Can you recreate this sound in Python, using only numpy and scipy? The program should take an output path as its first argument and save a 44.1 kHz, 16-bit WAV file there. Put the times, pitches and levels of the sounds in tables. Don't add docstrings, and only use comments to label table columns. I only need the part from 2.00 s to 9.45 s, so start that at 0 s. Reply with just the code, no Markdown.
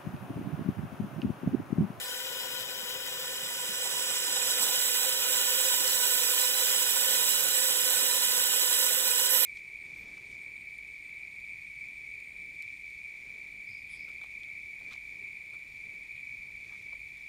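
import sys
import numpy as np
from scipy import signal
from scipy.fft import rfft, irfft
from scipy.io import wavfile
from scipy.ndimage import uniform_filter1d

SR = 44100
rng = np.random.default_rng(int(sys.argv[2]) if len(sys.argv) > 2 else 0)


def to_wav(s):
    ch = np.atleast_2d(s).T
    pcm = np.round(np.clip(ch, -1, 1) * 32767)
    wavfile.write(sys.argv[1], SR, pcm.astype(np.int16))


N = 328545


def undb(db):
    return 10 ** (np.asarray(db) / 20)


def along(table, hz):
    at, value = np.transpose(table)
    return np.interp(np.log(hz + 1), np.log(at), value)


def over(table, x):
    at, value = np.transpose(table)
    return np.interp(x, at, value)


def spectrum_hz():
    return np.arange(N // 2 + 1) * SR / N


def coloured(power):
    white = rfft(rng.standard_normal(N))
    return irfft(white * np.sqrt(power * SR / 2), N)


def walk(rate):
    hold = int(SR / rate)
    steps = np.repeat(rng.standard_normal(N // hold + 1), hold)
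    smooth = uniform_filter1d(uniform_filter1d(steps, hold), hold)
    return 1.3 * smooth[:N]


def patchy(shape, size, count):
    v = uniform_filter1d(rng.standard_normal(shape), size=size, axis=1)
    v = uniform_filter1d(v, size=count, axis=0)
    return v / v.std()


# (frequency [Hz], level [dB per Hz])
RUMBLE_COLOUR = [(25, -93.5), (60, -93), (130, -84.5), (220, -85.5), (350, -94.5), (600, -103),
                 (1500, -109)]


def rumble():
    hz = spectrum_hz()
    power = undb(2 * along(RUMBLE_COLOUR, hz))
    apart = np.clip(along([(60, 0.39), (140, 0.16), (230, 0.37), (400, 0.3)], hz), 0, 1)
    alike = coloured(power * (1 - apart))
    own = np.array([coloured(power * apart), coloured(power * apart)])
    return alike + own * undb([[-1.2], [1.2]])


# (time [s], half length [s], level [dB])
RUSTLES = [(2.1, .04, -52), (2.64, 0.085, -44), (4.7, 0.033, -51), (5.462, .05, -47), (6.02, .04, -49)]
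# (frequency [Hz], level [dB])
RUSTLE_COLOUR = [(60, -25), (200, -6), (700, 0), (1200, 0), (3000, -14), (5000, -10), (9000, -29)]


def rustles():
    t = np.arange(N) / SR
    power = undb(2 * along(RUSTLE_COLOUR, spectrum_hz()))
    skin = coloured(power) + 0.54 * np.array([coloured(power), coloured(power)])
    envelope = sum(undb(db) * np.exp(-((t - s) / half_s) ** 2) for s, half_s, db in RUSTLES)
    return skin / skin.std() * envelope


# (time [s], level [dB], pitch [Hz], left minus right [dB])
BUMPS = [(0.605, -54, 120, -10), (0.66, -55, 128, -10), (0.827, -53, 204, -16), (0.95, -56, 130, -11),
         (1.112, -54, 156, -5), (1.426, -52, 161, -11), (1.688, -47, 208, -10), (1.95, -52, 130, 0),
         (2.279, -49, 300, 0.5), (2.617, -54, 289, -0.5), (3.797, -45, 301, 0.0), (6.021, -48, 272, -1)]


def bumps():
    out = np.zeros((2, N))
    t = np.arange(SR // 10) / SR
    for s, db, hz, pan_db in BUMPS:
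        start = int(s * SR)
        thud = np.sin(2 * np.pi * hz * t) * (t / 0.0076) * np.exp(1 - t / 0.0071)
        port_db = db + np.array([[pan_db], [-pan_db]]) / 2
        out[:, start:start + len(t)] += undb(port_db) * thud
    return out


# (time [s], second blade tone [Hz], the last of the shaft multiples)
BLADES_HZ = [(0, 9550), (.3, 9575), (2.5, 9570), (4.3, 9584), (5, 9577), (6, 9581), (6.5, 9565), (7, 9570),
             (7.45, 9580)]
SHAFT_MULTIPLES = [1, 2, 3, 10, 12, 24]
# (left [dB], right [dB]), relative to the air level
BLOWER = [(-18, -31), (-23.5, -23.5), (-31, -30), (-13.5, -11.5), (-18, -15.5), (-17.5, -15)]
FAN_HZ = [767, 1782, 2484, 2778, 3590, 3622]
# (left [dB], right [dB]), relative to the air level
FAN = [(-30, -32), (-18.5, -15), (-24, -22), (-22.5, -16.5), (-19, -18), (-20, -19)]
WAVER = [.0004] * len(BLOWER) + [.002, .003, .002, .0007, .0007, .0007]


def whine():
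    shaft_hz = over(BLADES_HZ, np.arange(N) / SR) / SHAFT_MULTIPLES[-1]
    tones_hz = [m * shaft_hz for m in SHAFT_MULTIPLES] + FAN_HZ
    out = np.zeros((2, N))
    for hz, db, waver in zip(tones_hz, BLOWER + FAN, WAVER):
        phase = 2 * np.pi * np.cumsum(hz * (1 + waver * walk(25))) / SR
        level_db = np.array(db)[:, None] + 1.15 * walk(12)
        out += undb(level_db) * np.sqrt(2) * np.sin(phase)
    return out


# (frequency [Hz], width [Hz], level [dB per Hz, relative to the air level], right port's extra [dB])
HOSE = [(482, 25, -31, -5.3), (517, 40, -24.4, -5.3), (989, 42, -27.4, -4.7), (1482, 80, -27.5, -2.0),
        (1988, 84, -30.8, -3.0), (2474, 100, -30.3, 2.7), (2938, 132, -25.6, 2.7), (3068, 159, -23.7, 0.5),
        (3520, 257, -31.3, 1.3), (3940, 275, -28.2, 3.7), (4472, 221, -35.1, 2.3), (4970, 307, -30.5, 0.2),
        (5412, 107, -36.9, 1.3), (5756, 100, -35.2, 3.5), (6479, 150, -38.6, -0.0), (6972, 145, -34.5, 2.4),
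        (7667, 288, -33.5, 2.2), (7900, 230, -32.3, 0.6), (9235, 267, -37.3, -1.9),
        (10097, 381, -41.1, 5.4), (10830, 330, -32.7, 7.8), (11929, 693, -36.9, 8.0),
        (12745, 121, -37.8, 4.9), (13450, 200, -42, 6), (13970, 522, -36.6, 0.4), (14771, 540, -36.5, 0.7)]
# (frequency [Hz], level [dB per Hz, relative to the air level])
RUSH = [(30, -66), (120, -58), (300, -45.2), (800, -43.5), (2200, -40.5), (3400, -31.8), (4700, -45.4),
        (5600, -32.8), (6300, -41.1), (7300, -40.5), (8600, -65.1), (9700, -40.7), (10400, -65.8),
        (11200, -40.3), (12500, -45.4), (13300, -39.3), (15500, -36.0)]
# (frequency [Hz], width [Hz], depth
# [dB])
DIPS = [(880, 40, 2.5), (1150, 50, 2), (2200, 200, 1.5), (2680, 90, 4), (3690, 80, 2), (4210, 100, 1.5),
        (4690, 80, 3), (6270, 110, 4), (10470, 120, 3), (11120, 120, 3), (12550, 130, 3.5)]


def air(ring_table, rush_table):
    hz = spectrum_hz()
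    ring = 0
    for f, width, db, right_db in HOSE:
        peak = undb(2 * np.array([[db], [db + right_db]]))
        ring = ring + peak / (1 + (2 * (hz - f) / width) ** 2) ** 1.5
    rush = undb(2 * along(RUSH, hz))
    ring_share = np.clip(along(ring_table, hz), 0, 1)
    rush_share = np.clip(along(rush_table, hz), 0, 1)
    straight = coloured(ring_share * ring + rush_share * rush)
    scattered = np.array([coloured((1 - ring_share) * r + (1 - rush_share) * rush) for r in ring])
    dips = undb(-sum(db * np.exp(-((hz - f) / width) ** 2) for f, width, db in DIPS))
    flutter = undb(0.11 * walk(13) + 0.65 * walk(50))
    return flutter * irfft(rfft(straight + scattered) * dips, N)


# (time [s], air level at the left port [dB])
NEAR = [(0, -41.5), (1.5, -42), (2, -39.5), (2.5, -37), (3.3, -37.5), (3.45, -36.5), (7.45, -36.5)]
# (frequency [Hz], gain [dB per dB of air level above CLOSE_DB])
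FAR_COLOUR = [(400, -0.42), (1200, -0.35), (3000, -0.07), (5500, 0.55), (7900, -0.02), (8600, -0.5),
              (9300, 1), (10000, -.2), (10900, 0), (11600, -0.5), (12500, -0.8), (13500, 0.2), (14500, 0.3)]
CLOSE_DB = -37


def left_level(hz, t):
    air_db = over(NEAR, t)
    left_db = air_db + np.outer(along(FAR_COLOUR, hz), air_db - CLOSE_DB)
    swell_db = 5 * np.exp(-((t - 2.63) / 0.019) ** 2)
    left_db += np.outer(np.interp(hz, [3000, 4700], [0, 1]), swell_db)
    band_db = np.interp(hz, [500, 700, 870, 1000, 2500, 5000], [0.44, 2.0, 3.7, 1.5, 1.2, 1.3])
    return left_db + band_db[:, None] * patchy(left_db.shape, size=5, count=3)


# (frequency [Hz], left minus right at turn 0, 1, 2 and 3 [dB each])
SHADE = [(1440, 3.5, 1, 0.1, -1.5), (2870, 2.5, -2, -2.5, -4), (4600, -3, -5.5, -6.5, -6.5),
         (5500, -3, -8.5, -8, -10), (8020, 0, -10.5, -13, -11.5), (8350, 7, -8, -12, -13),
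         (9140, -1.5, -9, -10.5, -11), (11000, 6, -7.5, -13.5, -16), (11270, 4.5, -3.5, -14, -21),
         (12800, 13, 5.5, -11.5, -16), (14500, 10, 4, 0, 1), (15700, 16, 16, -3.2, -1)]
# (time [s], added left minus right [dB])
TOP_DRIFT = [(3.4, -3), (4.1, -5), (5.1, -0.5), (6.2, 5.5), (7.272, 1), (7.28, -2)]


def body_shade(hz, t, turn):
    at, *steps = np.transpose(SHADE)
    shade_db = 0
    for k, db in enumerate(steps):
        nearness = np.clip(1 - abs(turn - k), 0, 1)
        shade_db = shade_db + np.outer(np.interp(hz, at, db), nearness)
    shade_db += np.outer(hz > 12200, over(TOP_DRIFT, t))
    bright_band = np.exp(-((hz - 9600) / 700) ** 2)
    return shade_db - 13 * np.outer(bright_band, np.clip(1 - t / 0.41, 0, 1))


# (frequency [Hz], lead of the left port [rad])
PORT_PHASE = [(0, 0), (1210, .3), (1460, .8), (1810, .1), (2700, 2.3), (3200, 2.4), (3700, 1.9),
              (4150, 2.3), (4300, 3.0), (4600, 3.12), (5170, 3.2), (5500, 3.5), (7750, 5.9), (8530, 7.6),
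              (9560, 7.7), (10900, 8.9), (12700, 12.3), (16600, 12.6)]
# (frequency [Hz], lead [rad])
AWAY_PHASE = [(0, 0.3), (3000, 0.33), (3700, 0.57), (4150, 0.68), (4450, 0.068), (4900, 1.2), (6000, 1.15),
              (8000, 1.1), (9500, 1.7), (12000, 3.2), (13000, 3.4), (15500, 7.4)]
# (frequency [Hz], share [0-1])
SPREAD_BAND = [(0, 0), (3600, .2), (4200, 1), (5300, 1), (6000, .25), (8000, .25), (8600, .7), (10200, .7),
               (10800, .25), (16600, .25)]
# (time [s], spread [rad])
SPREAD_RAD = [(0, 1.1), (.35, .7), (.7, .45), (1, .15), (2.1, .15), (2.5, .5), (2.8, .2), (3.3, .25),
              (3.6, .6), (6.2, .6), (6.6, .35), (7.45, .3)]


def left_lead(hz, t, turn):
    away = np.clip((1.62 - turn) / 0.77, 0, 1)
    lead = over(PORT_PHASE, hz)[:, None] + np.outer(over(AWAY_PHASE, hz), away)
    chance = patchy(lead.shape, size=16, count=5)
    return lead + np.outer(over(SPREAD_BAND, hz), over(SPREAD_RAD, t)) * chance


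# (time [s], steps of turning the right port to the nozzle [0 away - 3 facing])
TURN = [(0, -0.02), (.6, 0), (1, 0), (1.3, 0.55), (1.9, 1.0), (2.25, 1.08), (2.63, 1.5), (2.85, 1.64),
        (3.3, 1.58), (3.6, 1.67), (4.5, 1.76), (5.6, 2), (7.272, 2.0), (7.28, 1), (7.31, 3), (7.45, 3)]
# (frequency [Hz], level [dB])
RIGHT_PORT = [(300, 0), (700, .5), (1200, 0), (1780, 3.2), (3100, -5), (4500, -7.3), (6000, -3.4),
              (7300, -2.7), (8600, 3.9), (9600, -.7), (10400, -8.6), (11200, -7.9), (12500, -2.4),
              (13200, -1.6), (15500, -2.3)]


def ports(sound):
    frame = dict(nperseg=512, noverlap=384)
    hz, t, bands = signal.stft(sound, SR, **frame)
    turn = np.clip(over(TURN, t), 0, 3)
    left_db = left_level(hz, t)
    right_db = left_db - body_shade(hz, t, turn) + along(RIGHT_PORT, hz)[:, None]
    bands[0] *= undb(left_db)
    bands[1] *= undb(right_db) * np.exp(-1j * left_lead(hz, t, turn))
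    return signal.istft(bands, SR, **frame)[1][:, :N]


# (frequency [Hz], share [0-1])
STRAIGHT_RING = [(500, 0.68), (1500, 0.71), (2500, 0.2), (3000, 1), (4200, 1), (5150, 1), (5700, 0.4),
                 (7000, .5), (7700, 0.9), (8000, 0.78), (8350, .05), (8900, .05), (9300, 0.6), (10200, 0.3),
                 (10900, 0.75), (11300, .4), (12200, 0.6), (14000, 0.3), (15500, .9)]
# (frequency [Hz], share [0-1])
STRAIGHT_RUSH = [(100, 0.4), (900, 0.97), (1300, 0.98), (2100, 0.3), (3900, 0), (4250, 1), (5150, 0.98),
                 (6200, 0.4), (9000, 0.2), (13000, 0.3), (14000, 0.3), (15500, 0.9)]
# (frequency [Hz], share [0-1])
STRAIGHT_AWAY = [(100, .3), (500, .75), (1500, .62), (2300, .45), (3000, .9), (3500, .65), (4100, 1),
                 (4500, 1), (5000, .7), (5600, .5), (6300, .55), (7000, 1), (7600, .8), (8200, .1),
                 (8900, .1), (9300, 1), (9800, .45), (11000, .3), (12500, .45), (15500, .2)]


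def scene():
    facing = np.clip(over(TURN, np.arange(N) / SR), 0, 1)
    flow = np.sqrt(facing) * air(STRAIGHT_RING, STRAIGHT_RUSH)
    flow += np.sqrt(1 - facing) * air(STRAIGHT_AWAY, STRAIGHT_AWAY)
    return rumble() + rustles() + bumps() + ports(flow + whine())


def record(dry):
    top_hz = 15750
    low_pass = signal.ellip(16, 0.5, 75, top_hz, fs=SR, output="sos")
    return signal.sosfilt(low_pass, dry)


dry = scene()
out = record(dry)
to_wav(out)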